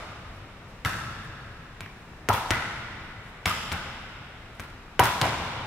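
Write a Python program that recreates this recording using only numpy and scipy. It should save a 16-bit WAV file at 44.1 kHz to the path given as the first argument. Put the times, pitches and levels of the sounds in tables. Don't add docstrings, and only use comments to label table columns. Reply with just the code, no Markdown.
import sys
import numpy as np
from scipy import signal
from scipy.fft import rfft, irfft
from scipy.io import wavfile
from scipy.ndimage import uniform_filter1d

SR = 44100
rng = np.random.default_rng(int(sys.argv[2]) if len(sys.argv) > 2 else 0)


def dump_mix(stems):
    frames = np.atleast_2d(stems).T
    limited = np.clip(frames, -1, 1)
    pcm = np.round(limited * 32767).astype(np.int16)
    wavfile.write(sys.argv[1], SR, pcm)


def volts_from_decibels(level):
    exponent = np.asarray(level, float) / 20
    return 10 ** exponent


N = 249942
LEAD = SR // 2
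EDGES = 22 * 2 ** np.arange(0, 9.8, .5)
CENTRES = np.sqrt(EDGES[1:] * EDGES[:-1])

BLOW_EVENTS = {"serve": [(2.2878, -32.5, -9, 920, 1300), (4.9937, -23.5, -12, 964, 1380)],
               "bounce": [(-.12, -34, -20, 1220, 660), (2.5066, -28, -5.5, 1420, 1980),
               (3.718, -34, -22, 1453, 858), (5.215, -22, -0.5, 1000, 700)],
               "pass": [(.8492, -28.5, -17.5, 1320, 1620)], "slap": [(3.4592, -24.5, -35, 1260, 2050)],
               "toss": [(1.8072, -50.5, -21, 1000, 2340), (4.5971, -46.5, -25.5, 1000, 1360)]}
# pitch_hz, level_db, t60_s
PUSH_MODES = [(97, -11, 0.08), (124.7, -3.5, 0.043), (175, -20, 0.076)]


def at_centres(points, column=1):
    points = np.array(points)
    return np.interp(np.log(CENTRES), np.log(points[:, 0]), points[:, column])


def add(out, start_s, sound):
    i = round(start_s * SR) + LEAD
    out[:, i:i + sound.shape[1]] += sound[:, :out.shape[1] - i]


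def panned(x, pan_db):
    return x * volts_from_decibels(np.array([[pan_db / 2], [-pan_db / 2]]))


def noise_bands(size):
    # freq_hz, likeness (1 = mono)
    channel_likeness = [(30, 1), (125, 1), (250, 0.98), (500, 0.93), (1000, 0.75), (2000, 0.46),
                        (4000, -0.27), (12000, 0.015)]
    # freq_hz, left_right_db
    mic_balance = [(60, 1.5), (240, 1.5), (950, 1.5), (3770, -0.5), (15000, 1)]
    white = rng.standard_normal((2, 2, size + 4000))
    bands = []
    for k, (alike, lean_db) in enumerate(zip(at_centres(channel_likeness), at_centres(mic_balance))):
        sos = signal.butter(2, EDGES[k:k + 2], "band", fs=SR, output="sos")
        mid, side = signal.sosfilt(sos, white[k % 2])[:, 4000:]
        stereo = np.sqrt(1 + alike) * mid + np.sqrt(1 - alike) * side * [[1], [-1]]
        bands.append(panned(stereo, lean_db))
    return np.array(bands, dtype=np.float32)


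def modes(table, scale, spread_db):
    t = np.arange(int(.15 * SR)) / SR
    luck = rng.standard_normal(len(table))
    return sum(volts_from_decibels(db + spread_db * z - 60 * t / t60) * np.sin(2 * np.pi * hz * scale * t)
               for (hz, db, t60), z in zip(table, luck))


def crack(edge_hz, smear_ms, rough=1):
    t = np.arange(int(.15 * SR)) / SR
    x = rough * rng.standard_normal(len(t)) * np.exp(-t / (smear_ms / 1000))
    x[0] += 1
    x = signal.sosfilt(signal.butter(1, [600, edge_hz], "band", fs=SR, output="sos"), x)
    x = signal.sosfilt(signal.butter(1, min(2 * edge_hz, 20000), fs=SR, output="sos"), x)
    return x / np.max(np.abs(x))


def in_power(parts):
    power = sum(np.abs(rfft(p, 16384)) ** 2 for p in parts)
    cepstrum = irfft(np.log(power + 1e-16) / 2)
    cepstrum[1:8192] *= 2
    cepstrum[8193:] = 0
    return irfft(np.exp(rfft(cepstrum)))[:8192]


def ventilation():
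    # freq_hz, level_db (per Hz)
    rush_spectrum = [(12, -29), (20, -2), (123, -7.5), (216, -13), (330, -17), (1190, -18.5), (1910, -21),
                     (16000, -52)]
    knots = rng.standard_normal((len(CENTRES), 40))
    waver = np.array([np.interp(np.linspace(0, 39, N), np.arange(40), k) for k in knots])
    gains = volts_from_decibels(at_centres(rush_spectrum)[:, None] + 0.73 * waver)
    x = np.einsum("bct,bt->ct", noise_bands(N), gains)
    return volts_from_decibels(-45.5) * x / x.std()


def scuffs():
    # centre_s, length_s, level_db, centre_hz
    scuff_events = [(0.363, .06, -68, 9000), (0.698, .05, -70, 9000), (1.25, 0.049, -64, 9000),
                    (.05, 0.11, -50.5, 630), (0.29, 0.14, -43.5, 90), (1.96, 0.039, -50.5, 122),
                    (3.28, .09, -66.5, 9000), (3.401, 0.066, -59.5, 896), (4.499, 0.035, -59, 150),
                    (4.553, 0.0085, -62, 9000), (4.568, 0.0067, -63, 9000), (4.637, 0.006, -60, 9000),
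                    (4.703, 0.006, -59, 8000), (4.624, 0.075, -62, 10000)]
    out = np.zeros((2, N + LEAD))
    t = np.arange(SR // 4) / SR
    for centre_s, length_s, level_db, centre_hz in scuff_events:
        x = rng.standard_normal((2, len(t)))
        band_hz = [centre_hz / 2, centre_hz * 1.4]
        x = signal.sosfilt(signal.butter(2, band_hz, "band", fs=SR, output="sos"), x)
        if centre_hz < 2000:
            x[1] = x[0]
        swell = np.exp(-((t - 1 / 8) / (length_s / 2)) ** 2)
        add(out, centre_s - 1 / 8, volts_from_decibels(level_db) * swell * x / x.std())
    return out


def hall():
    # freq_hz, late_t60_s, early_t60_s, early_over_late_db
    hall_decay = [(60, 2.1, 0.15, 14), (150, 3.7, 0.2, 13.5), (368, 2.14, 0.23, 4.5),
                  (1000, 2.26, 0.39, 2.5), (2520, 3.31, 0.43, 7), (5070, 1.7, 0.4, -8),
                  (9000, 1.13, 0.21, -45), (15030, 1.15, 0.2, 29)]
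    # multiple of ring pitch, level_db, t60_s
    ring_afar = [(1.0, -11, 0.038), (1.03, -1.2, 0.011), (.84, -11, 0.013), (1.9, -12, 0.003)]
    # multiple of its pitch, level_db, t60_s
    second_modes = [(1.0, -7, 0.014), (1.15, -11, 0.005)]
    # pitch_hz, level_db, t60_s
    chest_modes = [(346, -10.5, 0.021), (562, -17, 0.0046)]
    hall_feed = {"serve": (-1.5, -12, 5, 2.3), "bounce": (0, -3, -2, -0.8), "pass": (2.1, -4, -1.8, -2.2),
                 "slap": (-4.5, -26, -9, -7.5), "toss": (1, 3, -9, -3), "roof": (-16.5, -28, -12.5, -11)}
    court_spots = {"serve": (4.7, 5300, 3, 0.46), "bounce": (-1.3, 3400, 1.35, 0.21),
                   "pass": (-3.5, 5500, 1.1, 0.3), "slap": (-1.4, 4800, .475, -.38),
                   "toss": (7, 3900, 4.2, .2), "roof": (2.4, 6800, 3.2, 0.3)}
    build_s, sparse_s = 0.0027, 0.16

    out = np.zeros((2, N + LEAD))
    t = np.arange(int(2.1 * SR)) / SR
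    noise = noise_bands(2 * len(t))
    late = volts_from_decibels(-60 * t / at_centres(hall_decay, column=1)[:, None]).astype(np.float32)
    early = volts_from_decibels(-60 * t / at_centres(hall_decay, column=2)[:, None]).astype(np.float32)
    early *= volts_from_decibels(at_centres(hall_decay, column=3))[:, None]

    feeds = [(kind, s, db, ring_hz, second_hz)
             for kind, rows in BLOW_EVENTS.items() for s, db, _, ring_hz, second_hz in rows]
    feeds += [("roof", s + .044, db + 2.2, ring_hz, 3400) for s, db, _, ring_hz, _ in BLOW_EVENTS["serve"]]
    for kind, start_s, strength_db, ring_hz, second_hz in feeds:
        push_db, chest_db, ring_db, second_db = hall_feed[kind]
        near_db, edge_hz, bounce_ms, share = court_spots[kind]

        start = rng.integers(len(t))
        lumps = np.repeat(rng.standard_normal(len(t) // 100 + 1), 100)[:len(t)]
        decay = late + np.float32(volts_from_decibels(near_db)) * early
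        path = np.einsum("bct,bt->ct", noise[:, :, start:start + len(t)], decay)
        path *= volts_from_decibels(2 * lumps * np.exp(-t / sparse_s)) * (1 - np.exp(-t / build_s))

        parts = [volts_from_decibels(push_db - 31) * modes(PUSH_MODES, 0.99, spread_db=-1),
                 volts_from_decibels(chest_db - 28) * modes(chest_modes, 1, spread_db=1)]
        parts += [volts_from_decibels(ring_db - 22) * modes([m], ring_hz, spread_db=-1) for m in ring_afar]
        parts += [volts_from_decibels(second_db - 19.5) * modes([m], second_hz, spread_db=1.5) for m in second_modes]
        snap = volts_from_decibels(-16) * crack(edge_hz, smear_ms=1, rough=0)
        parts.append(snap + share * np.roll(snap, round(bounce_ms * SR / 1000)))
        blow = volts_from_decibels(strength_db) * in_power(parts)
        add(out, start_s, signal.fftconvolve(path, blow[None], axes=1))
    return out


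def echoes():
    echo_paths = {"serve": [(3.35, 14, 15400, 0.43, -23), (42.7, 11, 4900, 0.88, 5),
                  (47.4, 12.5, 8300, 2.3, -4)], "bounce": [(3.53, 8.5, 3400, 1.7, 18),
                  (39.6, -1.5, 6700, .8, .6), (51.7, -4, 7000, 0.54, 5)],
                  "pass": [(.3, 11.5, 4200, 0.68, 7), (9.9, 9, 4000, 1.8, -2.5), (43, -3, 7700, 0.95, 1.2)],
                  "slap": [(.3, 11, 2900, 2, 3.5), (9.5, -8, 2900, 2.2, -4), (22.06, -3, 2300, 1.4, 3),
                  (36.3, 2.5, 6500, 3.3, -3)], "toss": [(3.5, 6, 7400, 2.6, -22)]}
    out = np.zeros((2, N + LEAD))
    for kind, rows in BLOW_EVENTS.items():
        for start_s, strength_db, *_ in rows:
            for delay_ms, echo_db, edge_hz, smear_ms, pan_db in echo_paths.get(kind, []):
                echo = volts_from_decibels(strength_db + echo_db) * crack(edge_hz, smear_ms)
                add(out, start_s + delay_ms / 1000, panned(echo, pan_db))
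    return out


def touches():
    # start_s, peak_db, dull_edge_hz, smear_ms
    touch_events = [(1.8617, -34, 2200, 1.2), (2.5342, -33, 7000, .6), (2.575, -33, 6950, 1.1),
                    (3.4566, -13, 3940, 1.8), (4.603, -34, 12000, 2.1), (5.0555, -14, 6500, 1.3),
                    (3.726, -27, 9000, 3.3), (3.776, -40, 11000, 1.3)]
    out = np.zeros((2, N + LEAD))
    for start_s, peak_db, edge_hz, smear_ms in touch_events:
        add(out, start_s, panned(volts_from_decibels(peak_db) * crack(edge_hz, smear_ms), 0))
    return out


def rings():
    # start_s, level_db, pitch_hz, t60_s
    ring_events = [(.849, -14.5, 2010, 0.017), (1.8066, -29, 2250, 0.017), (1.8613, -29, 1900, 0.0068),
                   (2.29, -15.5, 101.6, 0.19), (2.2885, -12, 410, 0.027), (2.3005, -9, 824, 0.029),
                   (2.301, -11.5, 961, 0.076), (2.3365, -20, 3400, .012), (2.507, -16, 330, .03),
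                   (2.509, -14, 1870, 0.021), (3.4574, -12.5, 2270, 0.027), (3.505, -21, 1228, 0.078),
                   (4.599, -37, 1190, 0.037), (4.996, -12, 115, .15), (4.9937, -6.5, 2940, .008),
                   (4.995, 0, 382, 0.01), (4.996, -2.5, 762, 0.071), (4.998, -4, 971, 0.13),
                   (5.2175, -6, 865, 0.011), (5.256, -12, 760, .03)]
    out = np.zeros((2, N + LEAD))
    t = np.arange(int(.2 * SR)) / SR
    for start_s, level_db, hz, t60 in ring_events:
        swell = 1 - np.exp(-t / (0.038 * t60))
        ring = swell * volts_from_decibels(level_db - 60 * t / t60) * np.sin(2 * np.pi * hz * t)
        add(out, start_s, panned(ring, 0.55))
    return out


def direct_blows():
    # multiple of ring pitch, level_db, t60_s
    ball_modes = [(.42, -27, 0.034), (.79, -22, 0.015), (1.0, -26, 0.055), (1.08, -12, 0.075),
                  (1.36, -19, 0.032), (1.6, -1.5, 0.039), (2.2, 10.5, 0.0036), (3.1, -7.5, 0.004)]
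    direct_levels = {"serve": (10.2, 4.3, 7.4), "bounce": (4.8, 12, 1.1), "pass": (-2.8, 7.7, 1.2),
                     "slap": (-2, .7, 1.5), "toss": (13, 11, 4)}
    out = np.zeros((2, N + LEAD))
    for kind, rows in BLOW_EVENTS.items():
        ring_db, push_db, pan_db = direct_levels[kind]
        for start_s, strength_db, crack_db, ring_hz, _ in rows:
            snap = volts_from_decibels(crack_db) * crack(edge_hz=4000, smear_ms=.5, rough=.12)
            ring = volts_from_decibels(strength_db + ring_db) * modes(ball_modes, ring_hz, spread_db=1.5)
            push = volts_from_decibels(strength_db + push_db) * modes(PUSH_MODES, 0.734, spread_db=6)
            add(out, start_s, panned(snap + ring - push, pan_db))
    return out


def scene():
    play = direct_blows() + echoes() + touches() + rings() + hall()
    play = signal.sosfilt(signal.butter(2, 62, "high", fs=SR, output="sos"), play)
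    return (play + scuffs())[:, LEAD:] + ventilation()


def low_pass(x):
    return signal.sosfilt(signal.butter(12, 16650, fs=SR, output="sos"), x)


def record(dry):
    limit_db, release_db_per_s = -16, 10.5
    ramp = release_db_per_s * np.arange(N) / SR
    level_db = 10 * np.log10(uniform_filter1d(np.mean(dry ** 2, axis=0), size=200) + 1e-12)
    over_db = np.maximum.accumulate(np.maximum(level_db - limit_db, 0) + ramp) - ramp
    duck_db = signal.lfilter([.01], [1, -.99], over_db)
    x = dry * volts_from_decibels(-.6 * duck_db)
    x = signal.sosfilt(signal.cheby2(8, 40, 16800, fs=SR, output="sos"), x)
    return low_pass(np.clip(x, -1, 1))


dry = scene()
out = record(dry)
dump_mix(out)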